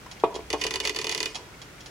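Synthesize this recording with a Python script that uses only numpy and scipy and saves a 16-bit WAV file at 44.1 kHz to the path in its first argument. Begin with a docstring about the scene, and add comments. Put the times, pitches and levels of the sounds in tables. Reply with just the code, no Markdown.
"""Faint brushes and soft ticks come first, then a dull knock: a hand winds a ceramic kitchen clock timer, close by.
The knob knocks on the hollow case; then a pawl snaps over the ratchet teeth and rings the steel works and the case.
Decaying sine waves make the rings; short bursts of coloured noise make the cracks, rattles and brushes.
The escapement ticks faintly underneath, about four times a second, with a short room echo, air noise and a low hum."""
import sys
import numpy as np
from scipy import signal
from scipy.fft import rfft, irfft
from scipy.io import wavfile

SR = 44100
rng = np.random.default_rng(int(sys.argv[2]) if len(sys.argv) > 2 else 0)


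def to_wav(s):
    """Save 16-bit WAV."""
    ch = np.atleast_2d(s).T  # columns
    pcm = np.round(np.clip(ch, -1, 1) * 32767)  # PCM
    wavfile.write(sys.argv[1], SR, pcm.astype(np.int16))


N = 83790  # length of the scene in samples
RING_S = 0.5  # longest time that any single blow or echo may ring
T = np.arange(int(RING_S * SR)) / SR  # time since a blow, in seconds

MODE_SCATTER_DB = 2.5  # how much a mode's level differs from one blow to the next
WORKS_PAN_DB = -3  # left level minus right level, for the ratchet and the shaft

# ways the hollow case rings: pitch_hz [Hz], knocked_db [dB, relative],
# pawl_db [dB, relative, under the pawl], t60_s [s to fall 60 dB]
CASE_MODES = [(302.2, -4.5, -8, 0.37), (361.4, 0.5, -1.5, 0.13), (390.6, -12.5, -2, 0.15),
              (433.8, 7, 4.5, 0.16), (503, 13, 9, 0.012), (586, 6, -20, 0.063), (671.3, 1.5, -14, 0.28),
              (775, 3.5, -10, 0.069), (885, -7, -10, 0.18), (993, -6.5, -16.5, 0.35),
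              (1064, -2, -2.5, 0.05), (1150, -17, -8, 0.035), (1300, -4, -30, 0.11), (2440, -10, -33, 0.12),
              (2460, -1, -42, 0.13)]
# colour of the rattling gears: pitch_hz [Hz], level_db [dB per Hz, relative]
GEAR_COLOUR = [(250, -27), (420, 8), (700, -4), (1000, 6), (1450, -2), (2000, 2), (3000, 6.5), (3900, 0),
               (4700, 2.5), (6800, -4), (8200, -8.5), (10000, -8), (15000, -44)]


def amp(db):
    """Turn decibels into a gain."""
    return 10 ** (np.asarray(db) / 20)


def fade(t60):
    """Exponential decay, 60 dB down after t60 seconds."""
    return np.exp(-np.log(1000) * T / t60)


def sine(hz, phase=0):
    """A steady sine wave as long as one ring."""
    return np.sin(2 * np.pi * hz * T + phase)


def per_bin(points, size):
    """Read a table over frequency at every bin of a transform."""
    hz, value = np.array(points, float).T
    bin_hz = np.arange(size // 2 + 1) * SR / size
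    return np.interp(np.log(bin_hz + 1), np.log(hz), value)


def response(points, size=2048):
    """A filter with the given spectrum and unit energy that starts at once (minimum phase)."""
    cepstrum = irfft(np.log(amp(per_bin(points, size))))
    # fold the second half onto the first, so that nothing sounds before time zero
    cepstrum[1:size // 2] *= 2
    cepstrum[size // 2 + 1:] = 0
    h = irfft(np.exp(rfft(cepstrum)))
    return h / np.linalg.norm(h)


def through(x, h):
    """Pass a sound through a response, keeping its length."""
    filtered = signal.fftconvolve(np.atleast_2d(x), np.atleast_2d(h), axes=1)
    return filtered[:, :x.shape[-1]]


def noise(likeness, size):
    """Stereo white noise with a left-right correlation (one value or one per bin)."""
    c = np.clip(likeness, 0, 1)
    mid, side = rfft(rng.standard_normal((2, size)))
    mid = mid * np.sqrt((1 + c) / 2)
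    side = side * np.sqrt((1 - c) / 2)
    return irfft(np.array([mid + side, mid - side]), size)


def burst(likeness, rise, t60):
    """Noise like countless close modes dying together; about unit energy in each channel."""
    envelope = (1 - np.exp(-T / rise)) * fade(t60)
    return noise(likeness, len(T)) * envelope / np.linalg.norm(envelope)


def pan(db):
    """Left and right gains for a level difference."""
    return amp(np.array([[db], [-db]]) / 2)


def add(out, s, sound):
    """Mix a sound in at a time in seconds."""
    i = max(int(s * SR), 0)
    n = min(sound.shape[-1], N - i)
    out[:, i:i + n] += sound[..., :n]


def case_under_pawl():
    """Low ring of the case after one snap: decaying sines, slightly different in level and pitch each time."""
    jitter = 0.012  # spread of the pitch, as a fraction
    t = T[:len(T) // 2]
    ring = np.zeros(len(t))
    for k, (hz, _, level_db, t60) in enumerate(CASE_MODES):
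        size, detune = rng.standard_normal(2)
        wave = np.sin(2 * np.pi * hz * (1 + jitter * detune) * t)
        # neighbouring modes start in opposite directions
        ring += (-1) ** k * amp(level_db + 2 * size) * fade(t60)[:len(t)] * wave
    return ring


def ratchet():
    """The pawl falls off each tooth: a gritty crack, a ring of the works, a gear rattle and a low case ring."""
    # pawl snaps: start_s [s], level_db [dB, relative], case_ring_db [dB, relative]
    snaps = [(0.5025, -1, -2.5), (0.529, 1, -2), (0.5318, -7.5, -15), (0.613, -4, -8.5),
             (0.6158, 0.5, -5.5), (0.6382, 0.5, -9.5), (0.6429, -0.5, -3.5), (0.6662, 2, 0.5),
             (.7080, 0, -1.5), (0.7392, -0.5, -1), (0.7576, 1.5, 1), (0.8016, 1, -1), (0.8517, 2, -38),
             (0.8541, -5, -3), (0.8735, 3.5, -2.5), (0.8947, 1.5, 0), (0.947, -9.5, -6.5),
             (0.9610, -5, -30), (0.9637, -1, -1.5), (0.9879, -1, -0.5), (1.0145, -3.5, -16),
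             (1.044, -2, 0.5), (1.0687, -1, 0), (1.0939, 1, -2.5), (1.1137, -5.5, -9), (1.124, -3.5, -12),
             (1.1481, 1, -3), (1.1776, -2, -9), (1.2038, 1, -0.5), (1.2293, 0.5, -6.5), (1.2578, 0, -2.5)]
    # ways the steel works ring: pitch_hz [Hz], level_db [dB, relative], t60_s [s]
    works_modes = [(1817, -1.5, 0.13), (1941, 7.5, 0.055), (2027, 11, 0.032), (2332, 2.5, 0.043),
                   (2460, 6.5, 0.12), (2695, 17.5, 0.0092), (2910, 7, 0.1), (3350, -21, 0.063),
                   (3498, 8.5, 0.051), (3597, 8.5, 0.048), (4120, -27, 0.064), (4450, -1, 0.099),
                   (4653, 14.5, 0.02), (5100, -6, 0.024), (5530, -27, 0.048), (5840, -5, 0.082),
                   (6070, 3.5, 0.055), (6920, 1.5, 0.062), (9840, -8.5, 0.12)]
    # colour of the first crack: pitch_hz [Hz], level_db [dB per Hz, relative]
    crack_colour = response([(1200, -24), (3000, -15), (3900, 5.5), (4700, 9.5), (6300, 4), (7200, 0),
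                             (8500, -8.5), (12000, -11.5), (16000, -15)])
    crack_db, rattle_db, works_db, case_db = -10, -6.5, -41, -36
    crack_growth_db_per_s = 6  # the pawl snaps harder as the spring winds up
    crack_pan_db = -3
    grit, grit_t60_s = 1, 0.013
    phase_spread = 1.15  # left-right phase difference of a mode, radians
    rattle_same = 0.41  # share of the rattle's energy that is alike in every snap
    rattle = dict(likeness=0.69, rise=0.00024, t60=0.074)  # rise and t60 in seconds

    out = np.zeros((2, N))
    shared_rattle = burst(**rattle)
    gear_colour = response(GEAR_COLOUR)
    modes = []
    for k, (hz, level_db, t60) in enumerate(works_modes):
        phase = phase_spread * rng.choice([-1, 1]) * np.array([[0.5], [-0.5]])
        modes.append((-1) ** k * amp(level_db) * fade(t60) * sine(hz, phase))
    modes = np.array(modes)
    middle_s = np.mean([row[0] for row in snaps])

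    for s, db, case_ring_db in snaps:
        click = signal.unit_impulse(len(T)) + grit * burst(0, 0.0001, grit_t60_s)
        crack = through(click, crack_colour)
        growth_db = crack_growth_db_per_s * (s - middle_s)
        add(out, s, amp(db + crack_db + growth_db) * pan(crack_pan_db) * crack)

        gears = np.sqrt(rattle_same) * shared_rattle + np.sqrt(1 - rattle_same) * burst(**rattle)
        add(out, s, amp(db + rattle_db) * pan(WORKS_PAN_DB) * through(gears, gear_colour))

        scatter_db = MODE_SCATTER_DB * rng.standard_normal((len(works_modes), 1, 1))
        works = (amp(scatter_db) * modes).sum(0)
        add(out, s, amp(db + works_db) * pan(WORKS_PAN_DB) * works)

        add(out, s, amp(case_db + case_ring_db) * case_under_pawl())
    return out


def knob():
    """Dull knocks ring the hollow case, which radiates little bass, and shake the gears; longer contact is duller."""
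    # knocks on the case: start_s [s], level_db [dB, relative], contact_ms [ms, sets the width of the push]
    knocks = [(0.2373, -1.5, 0.39), (.349, -23, 0.59), (.362, -16, 1), (.392, -20, 1), (0.5363, -10, 0.8),
              (0.5429, -10, 0.7), (.652, -13.5, 1)]
    # colour of the thud: pitch_hz [Hz], level_db [dB per Hz, relative]
    thud = response([(40, -34.5), (160, -9), (255, -46), (385, 12), (600, -5.5), (1120, 6.5), (1450, -19.5),
                     (2000, -45.5), (12000, -60)])
    # colour of the gears shaken by a knock: pitch_hz [Hz], level_db [dB per Hz, relative]
    shake_colour = response([(40, -7), (150, 8.5), (500, 2), (2000, 0.5), (2500, -0.5), (3400, 1),
                             (4400, -13), (7000, -22.5), (14000, -33)])
    thud_db, case_db, clatter_db, shake_db = 11, -25.5, 8, -2
    clatter_t60_s, shake_t60_s = 0.089, 0.1
    case_low_hz = 306  # the ringing case radiates little below this
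    lead_s = 0.001  # the push starts before its peak

    out = np.zeros((2, N))
    body = amp(case_db) * sum(amp(db) * fade(t60) * sine(hz) for hz, db, _, t60 in CASE_MODES)
    radiate = signal.butter(5, case_low_hz, "high", fs=SR, output="sos")
    for s, db, contact_ms in knocks:
        # a smooth bell-shaped push; a wider one holds less treble
        push = np.exp(-(np.pi * (T - lead_s) * 1000 / contact_ms) ** 2)
        push /= push.sum()
        clatter = amp(clatter_db) * through(burst(0.67, 0.00084, clatter_t60_s), thud)
        ring = signal.sosfilt(radiate, through(push, body + clatter))
        knock = ring + amp(thud_db) * through(push, thud)
        add(out, s - lead_s, -amp(db) * knock)

        shake = through(burst(0.22, 0.00042, shake_t60_s), shake_colour)
        add(out, s, amp(db + shake_db) * shake)
    return out


def escapement():
    """Soft, bright ticks from inside the case: a tiny contact, a short rattle and the ping of the lever."""
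    # ticks: start_s [s], level_db [dB, relative]
    ticks = [(0.1124, 10.5), (0.198, 2), (0.342, 7.5), (0.353, 13.5), (0.599, 0), (0.858, 16.5),
             (1.115, 20), (1.346, 14), (1.354, 18), (1.616, 8), (1.805, 2), (1.859, 9)]
    # colour of a tick: pitch_hz [Hz], level_db [dB per Hz, relative]
    tick_colour = response([(300, -15), (1000, 2.5), (1600, -12.5), (2900, 3.5), (3300, -4), (3900, -1.5),
                            (5200, 0), (7200, -8), (8800, -22), (10200, -10.5), (12000, -74), (16000, -58)])
    # ways the lever rings: pitch_hz [Hz], level_db [dB, relative]
    lever_modes = [(2560, -32), (3300, -28.5), (5480, -35.5), (7200, -36)]
    tick_db, contact_db = -23, -21  # contact_db: the hard first contact, against the rattle
    rise_s, rattle_t60_s, lever_t60_s = 0.00083, 0.092, 0.064

    out = np.zeros((2, N))
    contact = amp(contact_db) * signal.unit_impulse(len(T))
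    rattle = through(contact + burst(0.53, rise_s, rattle_t60_s), tick_colour)
    envelope = fade(lever_t60_s) * (1 - np.exp(-T / rise_s))
    for s, db in ticks:
        ping = np.zeros(len(T))
        for hz, level_db in lever_modes:
            ping += amp(level_db + MODE_SCATTER_DB * rng.standard_normal()) * sine(hz)
        add(out, s, amp(tick_db + db) * (rattle + envelope * ping))
    return out * pan(db=-1.5)


def shaft():
    """The turning shaft scrapes: dense, tiny, random slips shake the gears."""
    # scrapes: start_s [s], length_s [s], level_db [dB, relative]
    scrapes = [(0.571, 0.12, -4), (0.717, 0.061, -4.5), (0.827, 0.038, 4.5), (0.973, 0.052, -4),
               (0.998, 0.35, -6.5)]
    scrape_db, slips_per_s, scatter_db = -38, 2200, 5

    t = np.arange(N) / SR
    size = amp(scatter_db * rng.standard_normal(N))
    happens = rng.random(N) < slips_per_s / SR
    slips = happens * size * rng.choice([-1, 1], N)
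    effort = np.zeros(N)
    for s, length, db in scrapes:
        # each scrape rises and falls in one rounded hump
        hump = np.sin(np.pi * np.clip((t - s) / length, 0, 1)).clip(0)
        effort += amp(db) * np.sqrt(hump)
    gears = through(burst(0.97, 0.00021, 0.049), response(GEAR_COLOUR))
    return amp(scrape_db) * pan(WORKS_PAN_DB) * through(effort * slips / slips.std(), gears)


def fingers():
    """Fingers nudge and brush the knob: faint noise bursts through a narrow resonance."""
    # touches: start_s [s], level_db [dB], pitch_hz [Hz, centre], t60_s [s]
    touches = [(0.061, -12, 976, 0.033), (0.166, -21, 2260, 0.054), (0.401, -21, 2270, 0.063),
               (1.352, -11.5, 976, 0.32), (1.387, -13.5, 446, 0.17), (1.54, -20.5, 2200, 0.035),
               (1.78, -22, 2220, 0.081), (1.806, -20, 5550, 0.065)]
    sharpness = 9  # centre frequency divided by bandwidth

    out = np.zeros((2, N))
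    for s, db, hz, t60 in touches:
        b, a = signal.iirpeak(hz, sharpness, fs=SR)
        brush = signal.lfilter(b, a, burst(0.94, 0.002, t60))
        add(out, s, amp(db) * brush / np.linalg.norm(brush))
    return out


def room_echo(timer):
    """A short, diffuse echo: the sound is smeared by a noise burst that swells briefly and dies away."""
    # how alike left and right are: pitch_hz [Hz], correlation [0 to 1]
    echo_likeness = [(100, .95), (500, 0.88), (1200, 0.7), (3000, 0.046), (15000, 0.044)]
    echo_db, rise_s, t60_s = -14, 0.029, 0.36
    echo = amp(echo_db) * burst(per_bin(echo_likeness, len(T)), rise_s, t60_s)
    return through(timer.mean(0), echo)


def air():
    """Steady room noise, shaped over frequency, and a low sine hum that swells and sinks."""
    # colour of the room noise: pitch_hz [Hz], level_db [dB per Hz, relative]
    air_colour = [(15, -57), (25, -37), (43, 2), (80, -3), (134, 0.5), (249, -6), (326, -4.5), (624, -9.5),
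                  (1070, -11.5), (1440, -7.5), (1560, -12), (2000, -10.5), (3920, -18.5), (5880, -19.5),
                  (16000, -33)]
    # how alike left and right are: pitch_hz [Hz], correlation [0 to 1]
    air_likeness = [(30, 1), (150, 0.86), (400, 0.68), (1200, 0.21), (4000, 0.02), (15000, 0.028)]
    # swell of the hum: time_s [s], level_db [dB, relative]
    hum_swell = [(0, -20), (.3, 5), (.45, 10), (.9, 6.5), (1.05, 2), (1.9, -19)]
    air_db, hum_db, hum_hz = -46.5, -60.5, 62.1

    white = noise(per_bin(air_likeness, N), N)
    bed = irfft(rfft(white) * amp(per_bin(air_colour, N)), N)
    t = np.arange(N) / SR
    swell_db = np.interp(t, *np.array(hum_swell).T)
    hum = amp(hum_db + swell_db) * np.sin(2 * np.pi * hum_hz * t)
    # the square root of 2 makes the hum's levels average (RMS) levels
    return amp(air_db) * bed / bed.std() + np.sqrt(2) * hum


def scene():
    """The timer, its short room echo and the background."""
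    timer = ratchet() + knob() + escapement() + shaft() + fingers()
    return timer + room_echo(timer) + air()


def record(dry):
    """The recorder cuts the treble steeply above 16 kHz."""
    top_hz = 16000
    low_pass = signal.ellip(8, 0.2, 70, top_hz, fs=SR, output="sos")
    return signal.sosfilt(low_pass, dry)


dry = scene()
out = record(dry)
to_wav(out)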